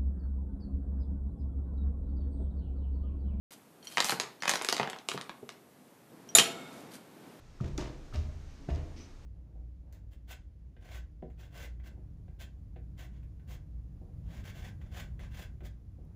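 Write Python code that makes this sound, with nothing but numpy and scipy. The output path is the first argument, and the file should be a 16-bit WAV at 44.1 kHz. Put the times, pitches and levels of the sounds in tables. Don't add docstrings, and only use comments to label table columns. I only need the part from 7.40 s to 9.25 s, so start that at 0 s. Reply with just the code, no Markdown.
import sys
import numpy as np
from scipy import signal
from scipy.fft import rfft, irfft, next_fast_len
from scipy.io import wavfile

SR = 44100
rng = np.random.default_rng(int(sys.argv[2]) if len(sys.argv) > 2 else 0)


def transcribe(u):
    v = np.clip(np.atleast_2d(u).T, -1, 1)
    q = np.round(v * 32767).astype(np.int16)
    wavfile.write(sys.argv[1], SR, q)


N = 81585

# frequency in Hz, relative level in dB.
HISS_TONE = [(20, -11.5), (32, 2), (42, -12), (65, -6.5), (100, -11.5), (200, -19.5), (400, -25.5),
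             (800, -31), (1600, -34.5), (3200, -40), (6200, -40.5), (15000, -43.5)]
# time in seconds, level in dB.
HISS_LEVELS = [(0, -53.5), (.3, -51.5), (.7, -50), (1.2, -52), (1.6, -50.5), (1.85, -53)]
# time in seconds, level in dB.
WASH_LEVELS = [(0, -102), (.18, -66), (.55, -64.5), (1.1, -64), (1.55, -57.5), (1.85, -67.5)]
# start in seconds, level in dB, pitch in Hz, seconds to the peak.
THUDS = [(.198, -29.5, 122.3, 0.019), (0.226, -32.5, 75.2, 0.03), (.243, -36, 140.5, 0.0097),
         (0.313, -41, 136, 0.046), (.720, -36, 110, .030), (0.742, -28.5, 74.8, 0.041),
         (.917, -46.5, 80.6, 0.062), (1.283, -28, 145, 0.0073), (1.2916, -26.5, 70.7, 0.034)]
# start in seconds, boom level in dB, sway level in dB,
# pitch that rings best in Hz, factor on the ring time.
SHAKES = [(0.213, -37.5, -64, 139, 1.14), (0.303, -39, -41, 54.3, 1.03), (.395, -39.5, -59, 118, 0.93),
          (0.782, -36.5, -46, 81.7, 1.08), (1.324, -32.5, -44.5, 95, 0.74)]
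# pitch in Hz, relative level in dB,
# ring time (seconds to fade by 60 dB) before a step's factor.
BOOM_NOTES = [(53.77, 3.5, 1), (69.95, -0.5, 0.84), (80.26, 3, 0.92), (117.5, -0.5, 0.44),
              (136, -2.5, 0.94), (145.9, -3.5, 0.81)]
# start in seconds, level in dB, pitch in Hz, fade time in seconds,
# then the levels of the echo and of the ringing wood, both in dB relative to the knock.
KNOCKS = [(0.2031, -36, 1272, 0.0029, -5.5, -30), (0.2089, -30, 205.5, 0.013, -9, -14),
          (0.3829, -25, 311.5, 0.0067, -6, -15), (0.7259, -36.5, 1300, 0.0016, -4, -21),
          (.746, -38, 224.3, 0.015, -4, -20.5), (.753, -40.5, 609, 0.011, -5.5, -21),
          (1.2864, -42, 1530, 0.0027, -21, -19), (1.287, -30.5, 349, 0.0055, -7.5, -14.5),
          (1.2885, -33.5, 654, 0.0037, -0.5, -14)]
# pitch in Hz, relative level in dB, ring time in seconds.
WOOD_NOTES = [(200.3, -6.5, 0.53), (291.3, -8.5, 0.73), (359.2, -0.5, 0.55), (497, -8, 0.43),
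              (602, -9.5, 0.31), (610.4, -6, 0.51), (674.4, -2, 0.39), (937, -4, 0.48), (1900, -17, .45),
              (2535, -9, 0.27)]
# frequency in Hz, seconds to fade by 60 dB.
ECHO_TIMES = [(100, 0.29), (400, 0.96), (1000, 0.54), (2500, .5), (6000, 0.42), (11000, 0.4)]
# start in seconds, level in dB, centre in Hz, width in octaves,
# rough length in seconds, echo level in dB relative to the tap.
TAPS = [(0.2083, -54.5, 2790, 1.1, 0.0028, 3), (0.2429, -52, 1490, 1.3, 0.0038, -2),
        (.2590, -53.5, 597, 1.9, 0.0045, 0), (.2775, -53.5, 546, 2.5, 0.0051, -9),
        (0.3778, -34, 4470, 1, 0.0015, -3.5), (.3812, -37, 650, 1.48, 0.0017, 6),
        (.7392, -58, 11100, .8, 0.0016, -14), (.7580, -43, 4630, 0.42, 0.0017, -3.5),
        (1.3035, -52, 2240, .8, 0.0027, 1.5), (1.349, -53, 3460, 0.94, 0.0022, -5),
        (1.3572, -54.5, 4040, 0.73, 0.0036, -15)]
# start in seconds, seconds to the peak, level in dB,
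# tilt toward the treble in dB per octave.
SCUFFS = [(.222, 0.028, -42.5, -5), (.726, 0.023, -45, 1.5), (1.281, 0.019, -45.5, -0.5),
          (1.330, 0.04, -52, -1.1)]
# frequency in Hz, relative level in dB.
CARPET_TONE = [(100, -11.5), (300, 12.5), (900, -1), (2400, -2.5), (6000, -16.5), (14000, -17.5)]
# start in seconds, seconds to the peak, level in dB.
SWISHES = [(1.07, 0.054, -68.5), (1.56, 0.027, -58)]
# frequency in Hz, relative level in dB.
DENIM_TONE = [(500, -16), (1400, -8), (2200, 6), (3500, 0), (5200, 4.5), (6200, 3), (6700, -8), (14000, -9)]
# start in seconds, seconds to the peak, level in dB, pitch in Hz.
CREAK = (1.185, .052, -53, 277)
# frequency in Hz, gain in dB.
MICROPHONE_TONE = [(20, 1), (6600, -1), (7800, -7.5), (9300, -10), (10300, -15.5), (12500, -15),
                   (15000, -20.5)]

SWAY_HZ = 26.48


def amp(db):
    return 10 ** (np.asarray(db) / 20)


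def unit(x):
    return x / np.sqrt(np.mean(x ** 2) + 1e-20)


def read(points, hz):
    f, value = np.transpose(points)
    return np.interp(np.log(hz + 1), np.log(f + 1), value)


def add(mix, s, sound):
    part = mix[max(round(s * SR), 0):]
    part += sound[:len(part)]


def clock():
    return np.arange(N) / SR


def coloured(x, tone):
    size = next_fast_len(N)
    hz = np.fft.rfftfreq(size, 1 / SR) + 1
    return unit(irfft(rfft(x, size) * amp(tone(hz)), size)[:N])


def noise(tone):
    return coloured(rng.standard_normal(N), tone)


def near(hz, centre_hz, octaves):
    return 1 / (1 + (np.log2(hz / centre_hz) / octaves) ** 2)


def swell(peak_s, sharpness):
    u = clock() / peak_s
    return (u * np.exp(1 - u)) ** sharpness


def sine(hz):
    return np.sin(2 * np.pi * hz * clock())


def ring(hz, ring_s):
    return sine(hz) * np.exp(-np.log(1000) * clock() / ring_s)


def rise(seconds):
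    return 1 - np.exp(-clock() / seconds)


def with_send(sound, echo_db):
    return np.outer(sound, [1, amp(echo_db)])


def background():
    hiss = noise(lambda f: read(HISS_TONE, f))
    hiss_db = np.interp(clock(), *np.transpose(HISS_LEVELS))
    rumble = noise(lambda f: 40 * np.log10(near(f, SWAY_HZ, octaves=0.19)))
    return amp(hiss_db) * hiss + amp(-59.5) * rumble


def wash():
    dull = noise(lambda f: 20 * np.log10(near(f, centre_hz=259, octaves=0.6)))
    return dull * amp(np.interp(clock(), *np.transpose(WASH_LEVELS)))


def boards():
    out = np.zeros(N)
    for s, db, hz, peak_s in THUDS:
        add(out, s, amp(db) * swell(peak_s, sharpness=4.4) * sine(hz))
    for s, boom_db, sway_db, best_hz, stretch in SHAKES:
        boom = sum(amp(boom_db + note_db) * near(hz, best_hz, octaves=0.64) * ring(hz, stretch * ring_s)
                   for hz, note_db, ring_s in BOOM_NOTES)
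        sway = amp(sway_db) * ring(SWAY_HZ, ring_s=4.8)
        add(out, s, boom * rise(0.0046) + sway * rise(0.03))
    return out


def knocks():
    out = np.zeros((N, 2))
    for s, db, hz, fade_s, echo_db, wood_db in KNOCKS:
        blow = sine(hz) * np.exp(-clock() / fade_s) * rise(0.0005) ** 2
        wood = sum(amp(wood_db + note_db) * near(note_hz, hz, octaves=1.43) * ring(note_hz, ring_s)
                   for note_hz, note_db, ring_s in WOOD_NOTES)
        add(out, s, amp(db) * with_send(blow, echo_db))
        add(out[:, 0], s, amp(db) * wood * rise(0.0013))
    return out


def stairwell(sound):
    echoes = rng.choice([-1., 1.], N) * (rng.random(N) < 4000 / SR)
    hz, t, spectrum = signal.stft(echoes, SR, nperseg=256)
    fade_db = -60 * t / read(ECHO_TIMES, hz)[:, None]
    early_dip_db = -1.5 * np.exp(-t / 0.09)
    tail = signal.istft(spectrum * amp(fade_db + early_dip_db), SR, nperseg=256)[1][:N]
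    tail *= rise(0.0025) ** 2
    return signal.fftconvolve(sound, tail / np.linalg.norm(tail))[:N]


def taps():
    out = np.zeros((N, 2))
    for s, db, hz, octaves, length_s, echo_db in TAPS:
        def tone(f):
            return -9 * np.hypot(1, np.log2(f / hz) / octaves)
        burst = noise(tone) * swell(length_s / 2, sharpness=0.71)
        click = coloured(signal.unit_impulse(N, SR // 1000), tone)
        click *= np.linalg.norm(burst) / np.linalg.norm(click)
        add(out, s, amp(db) * np.column_stack([burst, amp(echo_db) * click]))
    return out


def scuffs(grains_per_s=6000):
    out = np.zeros((N, 2))
    for s, peak_s, db, tilt_db in SCUFFS:
        grain_db = 2.5 * np.minimum(rng.exponential(1, N), 3)
        grains = amp(grain_db) * rng.standard_normal(N) * (rng.random(N) < grains_per_s / SR)
        grit = coloured(grains, lambda f: read(CARPET_TONE, f) + tilt_db * np.log2(f))
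        add(out, s, amp(db) * with_send(grit * swell(peak_s, sharpness=3.8), echo_db=-2.5))
    return out


def swishes():
    out = np.zeros((N, 2))
    for s, peak_s, db in SWISHES:
        cloth = noise(lambda f: read(DENIM_TONE, f))
        add(out, s, amp(db) * with_send(cloth * swell(peak_s, sharpness=0.56), echo_db=-15))
    return out


def creak():
    out = np.zeros(N)
    s, peak_s, db, hz = CREAK
    add(out, s, amp(db) * swell(peak_s, sharpness=1.8) * sine(hz))
    return out


def squeak(start_s=1.6):
    out = np.zeros(N)
    whistle = noise(lambda f: 20 * np.log10(near(f, centre_hz=5980, octaves=0.031)))
    add(out, start_s, amp(-62) * swell(peak_s=0.015, sharpness=0.89) * whistle)
    return out


def scene():
    direct, sent = (knocks() + taps() + scuffs() + swishes()).T
    mix = boards() + creak() + direct + stairwell(sent) + background() + wash() + squeak()
    return mix[None]


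def record(dry, cutoff_hz=15250):
    size = next_fast_len(2 * N)
    gain = amp(read(MICROPHONE_TONE, np.fft.rfftfreq(size, 1 / SR)))
    heard = irfft(rfft(dry, size) * gain, size)[:, :N]
    lowpass = signal.firwin(511, cutoff_hz, window=("kaiser", 9), fs=SR)
    return signal.oaconvolve(heard, lowpass[None], "same")


dry = scene()
out = record(dry)
transcribe(out)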